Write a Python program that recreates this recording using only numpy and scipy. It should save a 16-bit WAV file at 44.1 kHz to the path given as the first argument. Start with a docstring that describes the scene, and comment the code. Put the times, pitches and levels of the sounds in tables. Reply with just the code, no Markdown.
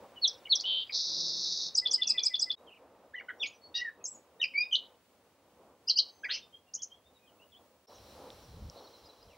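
"""By a pond, under a tree and beneath open sky: three outdoor scenes, each joined to the next by a short fade.
A sparrow sings by the pond in bent sine whistles, two buzzes of fast repeated sweeps and a five-syllable trill.
A mimic in the tree gives sine squeaks, and a mew and a rasp built from wavering harmonic stacks.
Under the sky, shaped noise makes wind and a distant bird chorus; twigs tick as short damped sines.
Faint far birds come and go; road rumble and microphone hiss, both shaped noise, lie under everything."""
import sys
import numpy as np
from scipy import signal
from scipy.fft import rfft, irfft
from scipy.io import wavfile
from scipy.ndimage import uniform_filter1d

SR = 44100
rng = np.random.default_rng(int(sys.argv[2]) if len(sys.argv) > 2 else 0)


def wrap_up_sound(samples):
    """Save the sound to the file named by the first command line argument, as 16-bit audio."""
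    columns = np.atleast_2d(samples).T
    # keep every value between -1 and 1, then stretch to whole-number steps
    tamed = np.clip(columns, -1, 1)
    steps = np.round(tamed * 32767).astype(np.int16)
    wavfile.write(sys.argv[1], SR, steps)


def undo_db(level):
    """Turn decibels back into plain size, where 20 dB means ten times bigger."""
    steps = np.asarray(level, float) / 20
    return 10 ** steps


N = 413216  # samples, about 9.37 s
TIME = np.arange(N) / SR


def span(table):
    """Sample range of a table and its columns, joined by straight lines."""
    s, *columns = np.transpose(table)
    at = slice(int(s[0] * SR), int(s[-1] * SR))
    return at, [np.interp(TIME[at], s, c) for c in columns]


def band(x, lo_hz, hi_hz):
    """Steep band-pass."""
    return signal.sosfilt(signal.butter(4, [lo_hz, hi_hz], "band", fs=SR, output="sos"), x)


def colour(points, lo_hz, hi_hz):
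    """Noise with the given spectrum, rms 1 in the band lo-hi."""
    hz, db = np.transpose(points)
    f = np.arange(N // 2 + 1) * SR / N
    shape = undo_db(np.interp(np.log(f + 1), np.log(hz), db))
    spec = rfft(rng.standard_normal(N)) * shape
    power = 2 * np.sum(np.abs(spec[(f > lo_hz) & (f < hi_hz)]) ** 2)
    return irfft(spec, N) * N / np.sqrt(power)


def walk(rate, size=N):
    """Smooth random wander around 0, about rate turns a second, spread near 1."""
    k = max(int(SR / rate), 2)
    noise = rng.standard_normal(size + 2 * k)
    smooth = uniform_filter1d(uniform_filter1d(noise, k), k)[k:-k]
    return smooth * np.sqrt(3 * k / 2)


def turn(hz):
    """Running phase of an oscillator, from a random start."""
    return 2 * np.pi * np.cumsum(hz) / SR + 2 * np.pi * rng.random()


def tone(phase, rough, burr_hz=500):
    """A sine of rms 1; an unsteady membrane shakes its size and phase."""
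    a = walk(burr_hz, size=len(phase))
    b = walk(burr_hz, size=len(phase))
    shaken = (1 + rough * a) * np.sin(phase) + rough * b * np.cos(phase)
    return np.sqrt(2 / (1 + 2 * rough ** 2)) * shaken


def add(out, at, sound, fade_s=0.00088):
    """Mix a sound in, with soft ends."""
    t = np.arange(len(sound)) / SR
    to_nearer_end = np.minimum(t, t[::-1])
    out[at] += sound * np.sin(np.pi / 2 * np.clip(to_nearer_end / fade_s, 0, 1)) ** 2


def slurs(rows, edge_db, bend=1, lean=1):
    """Glides from first to last pitch (late if bend > 1) whose level swells once, or as often as a row says."""
    u = np.linspace(0, 1, num=33)
    notes = []
    for start, length, first_hz, last_hz, peak_db, *swells in rows:
        count = (swells or [1])[0]
        hz = first_hz + (last_hz - first_hz) * u ** bend
        # lean > 1 puts the swell late in the note
        quiet = (1 - np.abs(np.sin(np.pi * count * u ** lean))) ** 1.5
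        notes.append(np.c_[start + length * u, hz, peak_db + edge_db * quiet])
    return notes


def whistles(notes, rough, octave, again=((0, 0),), burr_hz=500):
    """Sine notes with an octave overtone, repeated after each delay with the pitch a little changed."""
    out = np.zeros(N)
    for delay, gain_db in again:
        for note in notes:
            at, (hz, db) = span(np.array(note) + [delay, 0, gain_db])
            phase = turn(hz * (1 + 0.0027 * rng.standard_normal()))
            # harder blown notes are brighter
            over_db = np.interp(hz, *np.transpose(octave)) + 0.32 * (db + 24)
            over = undo_db(over_db) * tone(2 * phase, rough)
            add(out, at, undo_db(db) * (tone(phase, rough, burr_hz) + over))
    return out


def echo(x, shape, wet_db, patchy_db, side_db, lo_hz=1000, dull_s=0.18):
    """Direct sound plus scattered returns in uneven clumps, duller when late, nearly alike left and right."""
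    at, (db,) = span(shape)
    clumps = undo_db(wet_db + db + patchy_db * walk(140, size=len(db)))
    noise = rng.standard_normal((2, len(db)))
    low = band(noise, lo_hz, 6800)
    # air and leaves take the top first
    returns = clumps * (low + (noise - low) * np.exp(-TIME[at] / dull_s))
    mid, side = (signal.fftconvolve(x, np.r_[np.zeros(at.start), r])[:N] for r in returns)
    return x + mid + undo_db(side_db) * side * np.array([[1], [-1]])


# Spectrum of the road's noise: (frequency [Hz], relative density [dB per Hz])
ROAD = [(15, -56.5), (25, -42), (80, -8), (127, -15), (400, -6.5), (510, 0), (650, -5), (930, -7.5),
        (1730, -18), (3050, -22.5), (12000, -40.5), (15600, -63.5), (22000, -120)]


def road_rumble(bass_db, top_db):
    """Distant road: broad noise that reaches both ports nearly alike, its bass and body swelling together."""
    noise = colour(ROAD, 250, 1200)
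    swell_db = 1.6 * walk(14)
    # bass and body also flicker alone; the top stays smooth
    bass = undo_db(bass_db + 8.0 + swell_db + 0.95 * walk(36)) * band(noise, 25, 250)
    body = undo_db(swell_db + 2.2 * walk(15)) * band(noise, 250, 1300)
    top = undo_db(top_db) * band(noise, 1500, 15000)
    wide = undo_db(-22.0) * colour(ROAD, 250, 1200) * np.array([[1], [-1]])
    return bass + body + top + wide


# Spectrum of the microphone hiss: (frequency [Hz], relative density [dB per Hz])
HISS = [(880, -34), (1500, -6.5), (2480, 0.5), (15700, -6.5)]


def hiss(level_db):
    """Each capsule hisses with its own noise, at a common level."""
    capsules = np.array([colour(HISS, 7400, 20000) for _ in range(2)])
    return capsules * undo_db(level_db + 6.5 + 0.96 * walk(9.1))


def whine():
    """A thin electronic whine: a steady high sine of wandering level."""
    return undo_db(-82 + 3 * walk(3)) * np.sin(turn(np.full(N, 15706.)))


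# Course of the background, levels before the layers' own trims and wander:
# (time [s], road [dB], road bass [dB re road], road treble [dB re road], hiss [dB])
BED = [(0.0, -60.5, -6.5, 1, -80.5), (2.55, -66.5, -2, 3, -84), (2.56, -62.5, -8.5, -4, -86),
       (7.86, -70, -1, -1, -83.5), (7.87, -62, -10, -5, -80), (8.15, -55.5, -6, -5, -74),
       (9.37, -64.5, -15, -3, -83)]


def bed():
    """Road rumble, hiss and whine lie under all three scenes; rumble and hiss ride their own levels."""
    s, *columns = np.transpose(BED)
    road_db, bass_db, top_db, hiss_db = (np.interp(TIME, s, c) for c in columns)
    return undo_db(road_db) * road_rumble(bass_db, top_db) + hiss(hiss_db) + whine()


# Opening whistle, one bent note: (time [s], pitch [Hz], level [dB])
OPENING = [(0.215, 4400, -55), (0.226, 4440, -34.5), (0.238, 4310, -26), (0.2515, 3650, -22),
           (0.2595, 3310, -26), (0.263, 3300, -40)]
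# The opening's two soundings: (delay [s], gain [dB])
OPENING_AGAIN = [(0, 0.5), (.278, 2)]
# Hooks hold their pitch, then drop late: (start [s], length [s], first pitch [Hz], last pitch [Hz], peak [dB])
OPENING_HOOK = (0.266, .02, 6350, 4200, -27)
TRILL_HOOK = (1.742, .0175, 6350, 4200, -25)
# First trill syllable, three bent notes: (time [s], pitch [Hz], level [dB])
TRILL = [
    [(1.760, 5300, -48), (1.763, 6900, -35), (1.766, 6150, -42), (1.773, 7900, -37), (1.778, 8250, -41),
     (1.781, 7900, -56)],
    [(1.769, 4650, -55), (1.776, 4750, -29), (1.786, 5200, -18), (1.7885, 4800, -25), (1.792, 3500, -44)],
    [(1.853, 3200, -45.5), (1.857, 3700, -36), (1.859, 3500, -36), (1.861, 3520, -23), (1.868, 3420, -24),
     (1.872, 3400, -32)],
]
# The syllable's plain slurs: (start [s], length [s], first pitch [Hz], last pitch [Hz], peak [dB])
TRILL_SLURS = [(1.819, .042, 2040, 1970, -48), (1.8715, .005, 5400, 3610, -31)]
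TRILL_PERIOD_S, TRILL_TIRES_DB = .1609, -3  # the last syllable is this much weaker
# Short plain chips: (start [s], length [s], first pitch [Hz], last pitch [Hz], peak [dB])
CHIPS = [(0.16, 0.026, 3050, 2860, -49.5), (0.453, 0.0081, 2780, 3020, -41),
         (0.47, 0.0079, 2400, 2120, -48.5), (0.594, 0.011, 3980, 5300, -36.5),
         (0.599, 0.0055, 3866, 4800, -31.5), (0.608, 0.005, 7040, 4020, -32.5),
         (0.638, 0.017, 2993, 2940, -36.5), (0.87, 0.007, 5050, 4720, -60), (0.882, 0.008, 4850, 4780, -56),
         (0.894, 0.0067, 2610, 2170, -38), (0.902, 0.006, 2510, 2240, -47.5),
         (0.903, 0.015, 4800, 5000, -47.5)]
# Scattered returns by the pond, before the wet level: (delay [s], level [dB])
POND_ECHO = [(.003, -7), (0.041, -19.5), (.11, -37), (.14, -47.5), (0.221, -53)]


def sparrow_whistles():
    """Nearly pure whistles of the song: an opening sounded twice, chips, and a trill that tires."""
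    opening_hook, trill_hook = slurs([OPENING_HOOK, TRILL_HOOK], -32, bend=3.2, lean=2.4)
    pure = [(3000, -65.0), (6500, -56.5)]  # octave overtone: (pitch [Hz], level re a note at -24 dB [dB])
    opening = whistles([OPENING, opening_hook], .03, pure, OPENING_AGAIN)
    syllables = [(k * TRILL_PERIOD_S, TRILL_TIRES_DB * (k / 4) ** 3) for k in range(5)]
    trill = whistles(TRILL + [trill_hook] + slurs(TRILL_SLURS, -14), .03, pure, syllables)
    chips = whistles(slurs(CHIPS, -10, lean=1.8), 0.1, pure)
    return echo(opening + trill + chips, POND_ECHO, -30, 4, -21, 1500)


def buzz(course, cycle, foot_hz, scatter_db, hurry, lo_hz, hi_hz):
    """One small sweep repeated so fast that it blurs to a buzz; pace, pitch and strength all wander."""
    out = np.zeros(N)
    at, (rate, db, reach) = span(course)
    count = np.cumsum(rate * (1 + hurry * walk(120, size=len(rate)))) / SR
    share, hz, shape_db = np.transpose(cycle)
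    pitch = foot_hz + reach * (np.interp(count % 1, share, hz) - foot_hz)
    pitch = pitch * (1 + .4 * hurry * walk(200, size=len(rate)))
    strength_db = scatter_db * walk(300, size=len(rate))
    level = undo_db(db + strength_db + np.interp(count % 1, share, shape_db))
    add(out, at, level * tone(turn(pitch), .1))
    return band(band(out, lo_hz, hi_hz), lo_hz, hi_hz)  # the windpipe passes only this range


# Sweep cycle of each buzz: (share of cycle [0-1], full-reach pitch [Hz], level re course [dB])
LOW_CYCLE = [(0, 5150, -21), (.12, 4500, -5), (.3, 3350, 6.5), (.45, 2990, -1.5), (.6, 3038, 6),
             (.88, 3310, 1), (1, 3300, -24.5)]
HIGH_CYCLE = [(0, 4100, -17.5), (.13, 3850, 7), (.26, 3700, -6.5), (.3, 6900, -12), (.45, 5280, 2.5),
              (.62, 3900, -5), (.8, 5340, 4.5), (0.939, 6990, -17.5), (0.999, 7130, -19.5)]
# Course of each buzz: (time [s], mean pace [cycles per s], level [dB], reach of the sweep [0-1])
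LOW_BUZZ = [(.652, 96, -37, 1), (.73, 90.7, -33, 0.81), (.838, 90.5, -41, 0.99)]
HIGH_BUZZ = [(.9215, 164.6, -40.5, 0.39), (.945, 155.2, -31.5, 0.85), (1.0, 150.2, -33, 0.9),
             (1.12, 140, -34.5, 0.87), (1.6, 141, -35, 0.99), (1.688, 142, -38, 0.98)]


def sparrow_buzzes():
    """A low, then a high buzz, echoed by the pond."""
    buzzes = buzz(LOW_BUZZ, LOW_CYCLE, 3100, 1.1, .008, 2300, 6200)
    buzzes = buzzes + buzz(HIGH_BUZZ, HIGH_CYCLE, 3850, 1.8, .035, 3600, 7100)
    return echo(buzzes, POND_ECHO[:4], -26.5, 2.5, -26.5)


# A low hum that swells by the pond: (time [s], pitch [Hz], level [dB])
HUM = [(1.06, 153, -69), (1.12, 159.7, -62), (1.4, 173.1, -64), (1.66, 173.7, -69.5), (1.72, 173.8, -76.5)]


def hum():
    """A rough low tone with a strong octave, rising in pitch as it swells and dies."""
    return whistles([HUM], 0.98, [(160, 15.8)], burr_hz=24.93)


# A far bird's burry slide: (time [s], pitch [Hz], level [dB])
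SLIDE = [(1.88, 3300, -61.5), (1.97, 3050, -62), (2.1, 2610, -52), (2.2, 2430, -56), (2.36, 2290, -68.5)]


def far_slide():
    """A falling whistle by the pond, roughened into a burr by fast shakes of size and phase."""
    slide = whistles([SLIDE], 1.5, [(3000, -65.0), (6500, -56.5)], burr_hz=299)
    return echo(slide, POND_ECHO, -30, 4, -21, 1500)


# Faint far whistles: (start [s], length [s], first pitch [Hz], last pitch [Hz], peak [dB])
FAR_BIRDS = [(2.56, 0.033, 3750, 3860, -69), (3.52, 0.06, 5900, 5820, -73),
             (3.385, 0.064, 5640, 5720, -64.5), (3.615, 0.065, 4385, 4410, -57),
             (4.0, 0.029, 2570, 2535, -68.5), (4.14, 0.037, 6850, 6780, -54), (6.08, 0.33, 6290, 6070, -71),
             (6.41, 0.04, 3600, 3620, -61), (6.525, 0.046, 3110, 3310, -60),
             (6.665, 0.037, 2780, 2760, -68.5), (6.9, 0.056, 3070, 3336, -59),
             (7.14, 0.043, 4050, 3670, -68.5), (7.04, 0.05, 3500, 3750, -70), (7.19, 0.08, 2490, 2490, -73),
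             (7.26, 0.048, 3390, 2790, -67), (7.39, 0.054, 2600, 3020, -63),
             (7.87, 0.014, 5080, 5670, -54.5), (7.94, 0.04, 6800, 5000, -64),
             (8.82, 0.04, 4260, 4400, -63.5), (8.93, 0.035, 4320, 3800, -63), (9.04, 0.04, 5150, 4780, -65),
             (9.08, 0.031, 4160, 3890, -60.5), (9.21, 0.027, 4750, 5130, -67.5),
             (9.28, 0.08, 3290, 1910, -67.5)]
# Far calls that bend both ways: (time [s], pitch [Hz], level [dB])
FAR_WARBLES = [
    [(2.668, 3300, -66), (2.682, 3130, -56), (2.708, 2450, -68), (2.724, 3000, -57), (2.744, 2300, -64),
     (2.76, 3050, -63), (2.78, 2200, -66)],
    [(6.77, 2900, -72), (6.8, 3420, -59), (6.83, 3000, -66)],
    [(7.52, 3500, -62), (7.545, 3000, -66), (7.575, 3500, -60)],
]
# Scattered returns of leaves and trunks, before the wet level: (delay [s], level [dB])
WOOD_ECHO = [(.003, -2.5), (0.039, -23), (.1, -32.5), (0.142, -46), (.22, -60.5)]


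def far_birds():
    """Faint whistles, blurred by the way through the leaves."""
    calls = whistles(slurs(FAR_BIRDS, -13, lean=1.3), 0.36, [(3000, -44)], burr_hz=250)
    warbles = whistles(FAR_WARBLES, .2, [(3000, -45)], burr_hz=250)
    return echo(calls, WOOD_ECHO, -22, 2.2, -16.0) + echo(warbles, WOOD_ECHO, -27, 2.2, -15.5)


# The mimic's long bent notes: (time [s], pitch [Hz], level [dB])
SQUEAKS = [
    [(3.135, 1564, -62), (3.1445, 1770, -41), (3.1525, 2032, -41), (3.1755, 1990, -46), (3.19, 1850, -58)],
    [(3.397, 3450, -60), (3.404, 3650, -42), (3.426, 3315, -33), (3.436, 2516, -31), (3.45, 2238, -40),
     (3.458, 2275, -38), (3.462, 3940, -40), (3.466, 6030, -51), (3.475, 6700, -48), (3.484, 6700, -58)],
    [(4.054, 6750, -29), (4.059, 5200, -39), (4.063, 5380, -46), (4.068, 7100, -48), (4.089, 7820, -41),
     (4.114, 7780, -49), (4.13, 7340, -53)],
    [(4.537, 2200, -49), (4.56, 2250, -33), (4.586, 2373, -28), (4.63, 2470, -32), (4.655, 2470, -44)],
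    [(4.712, 2970, -45), (4.722, 3250, -42), (4.73, 3080, -23.5), (4.7435, 2857, -30), (4.752, 3030, -23),
     (4.758, 4300, -24)],
    [(5.872, 4900, -58), (5.879, 4880, -35), (5.886, 5200, -27), (5.891, 6300, -45), (5.895, 6000, -36),
     (5.8995, 4750, -19), (5.9095, 4000, -27), (5.913, 4050, -45)],
    [(5.954, 4170, -52), (5.961, 4500, -33), (5.975, 5150, -27), (5.98, 6400, -43), (5.984, 6030, -34),
     (5.9895, 4650, -17), (5.999, 3870, -27), (6.003, 3950, -36)],
]
# Short slurs: (start [s], length [s], first pitch [Hz], last pitch [Hz], peak [dB], level swells [count])
SHORT_SLURS = [(3.155, 0.039, 3090, 2810, -49, 1.74), (3.196, .016, 2383, 1590, -42, 1.4),
               (3.283, .017, 1510, 1474, -39, 1.37), (3.29, 0.02, 2060, 1460, -38, 3),
               (4.04, 0.015, 6670, 6200, -36.5, 2), (4.397, .02, 3730, 3800, -43, 1.2),
               (4.397, .018, 1850, 1900, -50, 1), (4.623, .03, 3700, 3720, -52, 1),
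               (4.413, .033, 3100, 2380, -25, 2.8), (5.885, .02, 2800, 3332, -36, 2),
               (5.974, .022, 2850, 3314, -33, 1.9), (6.232, .024, 1550, 1875, -38, 1.2),
               (6.24, .022, 2658, 1770, -35, 0.83)]
# A hooped note: (time [s], pitch [Hz], level [dB])
HOOP = [(6.736, 4533, -53), (6.741, 6090, -36.5), (6.747, 7150, -43), (6.7525, 6126, -29),
        (6.757, 5050, -46)]
# The hoop's two soundings: (delay [s], gain [dB])
HOOP_AGAIN = [(0, 0), (.082, -1.5)]
# Octave overtone passed by the open beak: (pitch [Hz], level re a note at -24 dB [dB])
OCTAVE = [(1500, -10), (2050, -33.5), (2200, -25.5), (2400, -4.5), (2900, -22), (3150, -22), (3500, -52.5),
          (4500, -50.5), (7000, -35)]


def squeaks():
    """Two-voiced squeaks: bent sines, and gliding ones whose level swells once or several times."""
    notes = SQUEAKS + slurs(SHORT_SLURS, -26, bend=1.3, lean=1.05)
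    return whistles(notes, .07, OCTAVE) + whistles([HOOP], .07, OCTAVE, HOOP_AGAIN)


def nasal(call, orders, burr_hz, waver):
    """A wavering harmonic stack: a second partial, and upper ones let through by the open beak."""
    out = np.zeros(N)
    at, (hz, db, upper_db, rough) = span(call)
    rough = np.clip(rough, 0, 3)
    phase = turn(hz * (1 + waver * rough * walk(90, size=len(hz))))
    upper = 0
    for multiple, gain_db in orders:
        level = undo_db(gain_db + 4 * walk(36, size=len(hz)))
        upper = upper + level * tone(multiple * phase, rough, burr_hz)
    add(out, at, undo_db(db) * (tone(2 * phase, rough, burr_hz) + undo_db(upper_db) * upper))
    return out


# The mew: (time [s], base pitch [Hz], level [dB], upper partials [dB re level], roughness [0-3])
MEW = [(3.742, 904, -66, 10, 0.3), (3.752, 950, -52, 14.5, 0.29), (3.79, 949, -49, 12, 0.3),
       (3.81, 950, -41.5, -3.5, 0.52), (3.85, 945, -39.5, -35, 0.25), (3.884, 892, -39.5, -42, 0.15),
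       (3.895, 840, -44.5, -30, 0.04)]
# Its upper partials, before their wander: (multiple of base pitch [ratio], level [dB])
MEW_ORDERS = [(3, -7), (3.5, -23), (4, -4), (4.5, -14), (5, -12.5), (5.5, -14), (6, -13.5), (6.5, -21)]


def mew():
    """A nasal call whose upper partials fade, then return a little as it falls."""
    return nasal(MEW, MEW_ORDERS, 300, .04)


# The rasp: (time [s], base pitch [Hz], level [dB], upper partials [dB re level], roughness [0-3])
RASP = [(6.284, 724, -54, -17, .1), (6.295, 799, -42, -7, 0.3), (6.312, 973, -45, 7, 0.8),
        (6.33, 1210, -45.5, 3, 2.7), (6.346, 1371, -41, 4, 2.3), (6.385, 1394, -53.5, 1, 1.74),
        (6.395, 1370, -54, 7, 1.7)]
# Its upper partials, before their wander: (multiple of base pitch [ratio], level [dB])
RASP_ORDERS = [(3, -8), (3.5, -6), (4, 0)]


def rasp():
    """A rising nasal call, shaken so fast and hard that its partials smear to noise."""
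    return band(nasal(RASP, RASP_ORDERS, 1000, .03), 1000, 6100)


def mimic():
    """Squeaks, mew and rasp from the tree, scattered by the wood."""
    return echo(squeaks() + mew() + rasp(), WOOD_ECHO, -28, 3.5, -23.5)


# Spectrum of wind on the microphone: (frequency [Hz], relative density [dB per Hz])
GUST = [(20, -20), (70, 0), (200, -14), (1500, -70)]


def wind():
    """Gusts thump the microphone: low noise of fast, uneven level."""
    return colour(GUST, 25, 160) * undo_db(5 * walk(18))


# Spectrum of the distant chorus: (frequency [Hz], relative density [dB per Hz])
FAR_CHORUS = [(1500, -44), (3000, -3), (4200, 2), (5800, -3), (7500, -20), (15700, -16.5)]


def far_chorus():
    """A distant bird chorus blurred to shaped noise, strongest in two patchy bands."""
    blur = colour(FAR_CHORUS, 2500, 7700)
    twitter = sum(band(blur, hz, 1.24 * hz) * undo_db(6.9 * walk(32.5) - 7.5) for hz in (3600, 5000))
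    return blur + twitter


# Twig ticks, before their envelope: (time [s], level [dB], pitch [Hz])
TICKS = [(7.9844, -48, 3100), (8.3034, -35.5, 3700), (8.699, -34, 5430)]


def twig_ticks():
    """Each twig tick is a sine that swells and dies within a few milliseconds."""
    out = np.zeros(N)
    t = TIME[:400]
    for s, db, hz in TICKS:
        envelope = t / .0004 * np.exp(1 - t / 0.0003)
        out[int(s * SR):][:400] += undo_db(db) * envelope * np.sin(2 * np.pi * hz * t)
    return out


# Course of the open sky, chorus before a 5 dB cut: (time [s], wind on the microphone [dB], chorus [dB])
OPEN_SKY = [(7.87, -99, -63.5), (7.948, -65, -61), (8.202, -71, -61), (8.62, -47, -63.5),
            (8.842, -76.5, -60), (9.37, -72.5, -68)]


def open_sky():
    """Wind and far chorus follow their own levels; a few twigs tick."""
    out = np.zeros(N)
    at, (wind_db, chorus_db) = span(OPEN_SKY)
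    out[at] = undo_db(wind_db) * wind()[at] + undo_db(chorus_db - 5.0) * far_chorus()[at]
    return out + twig_ticks()


# Joins between the three scenes: (time [s])
CUTS = [2.556, 7.864]


def scene():
    """The level falls in 8 ms to each join and rises in 40 ms after it; the pond birds stop at the first."""
    pond = (TIME < CUTS[0]) * (sparrow_whistles() + sparrow_buzzes() + far_slide())
    dip = np.ones(N)
    for cut in CUTS:
        ramp = np.where(TIME < cut, (cut - TIME) / .008, (TIME - cut) / 0.04)
        dip = dip * np.clip(ramp, .03, 1)
    return dip * (bed() + pond + hum() + far_birds() + mimic() + open_sky())


def roll_off(x):
    """The treble ends steeply here."""
    return signal.sosfilt(signal.butter(12, 15940, fs=SR, output="sos"), x)


def record(dry):
    """Delivers the finished stereo mix."""
    return roll_off(dry)


dry = scene()
out = record(dry)
wrap_up_sound(out)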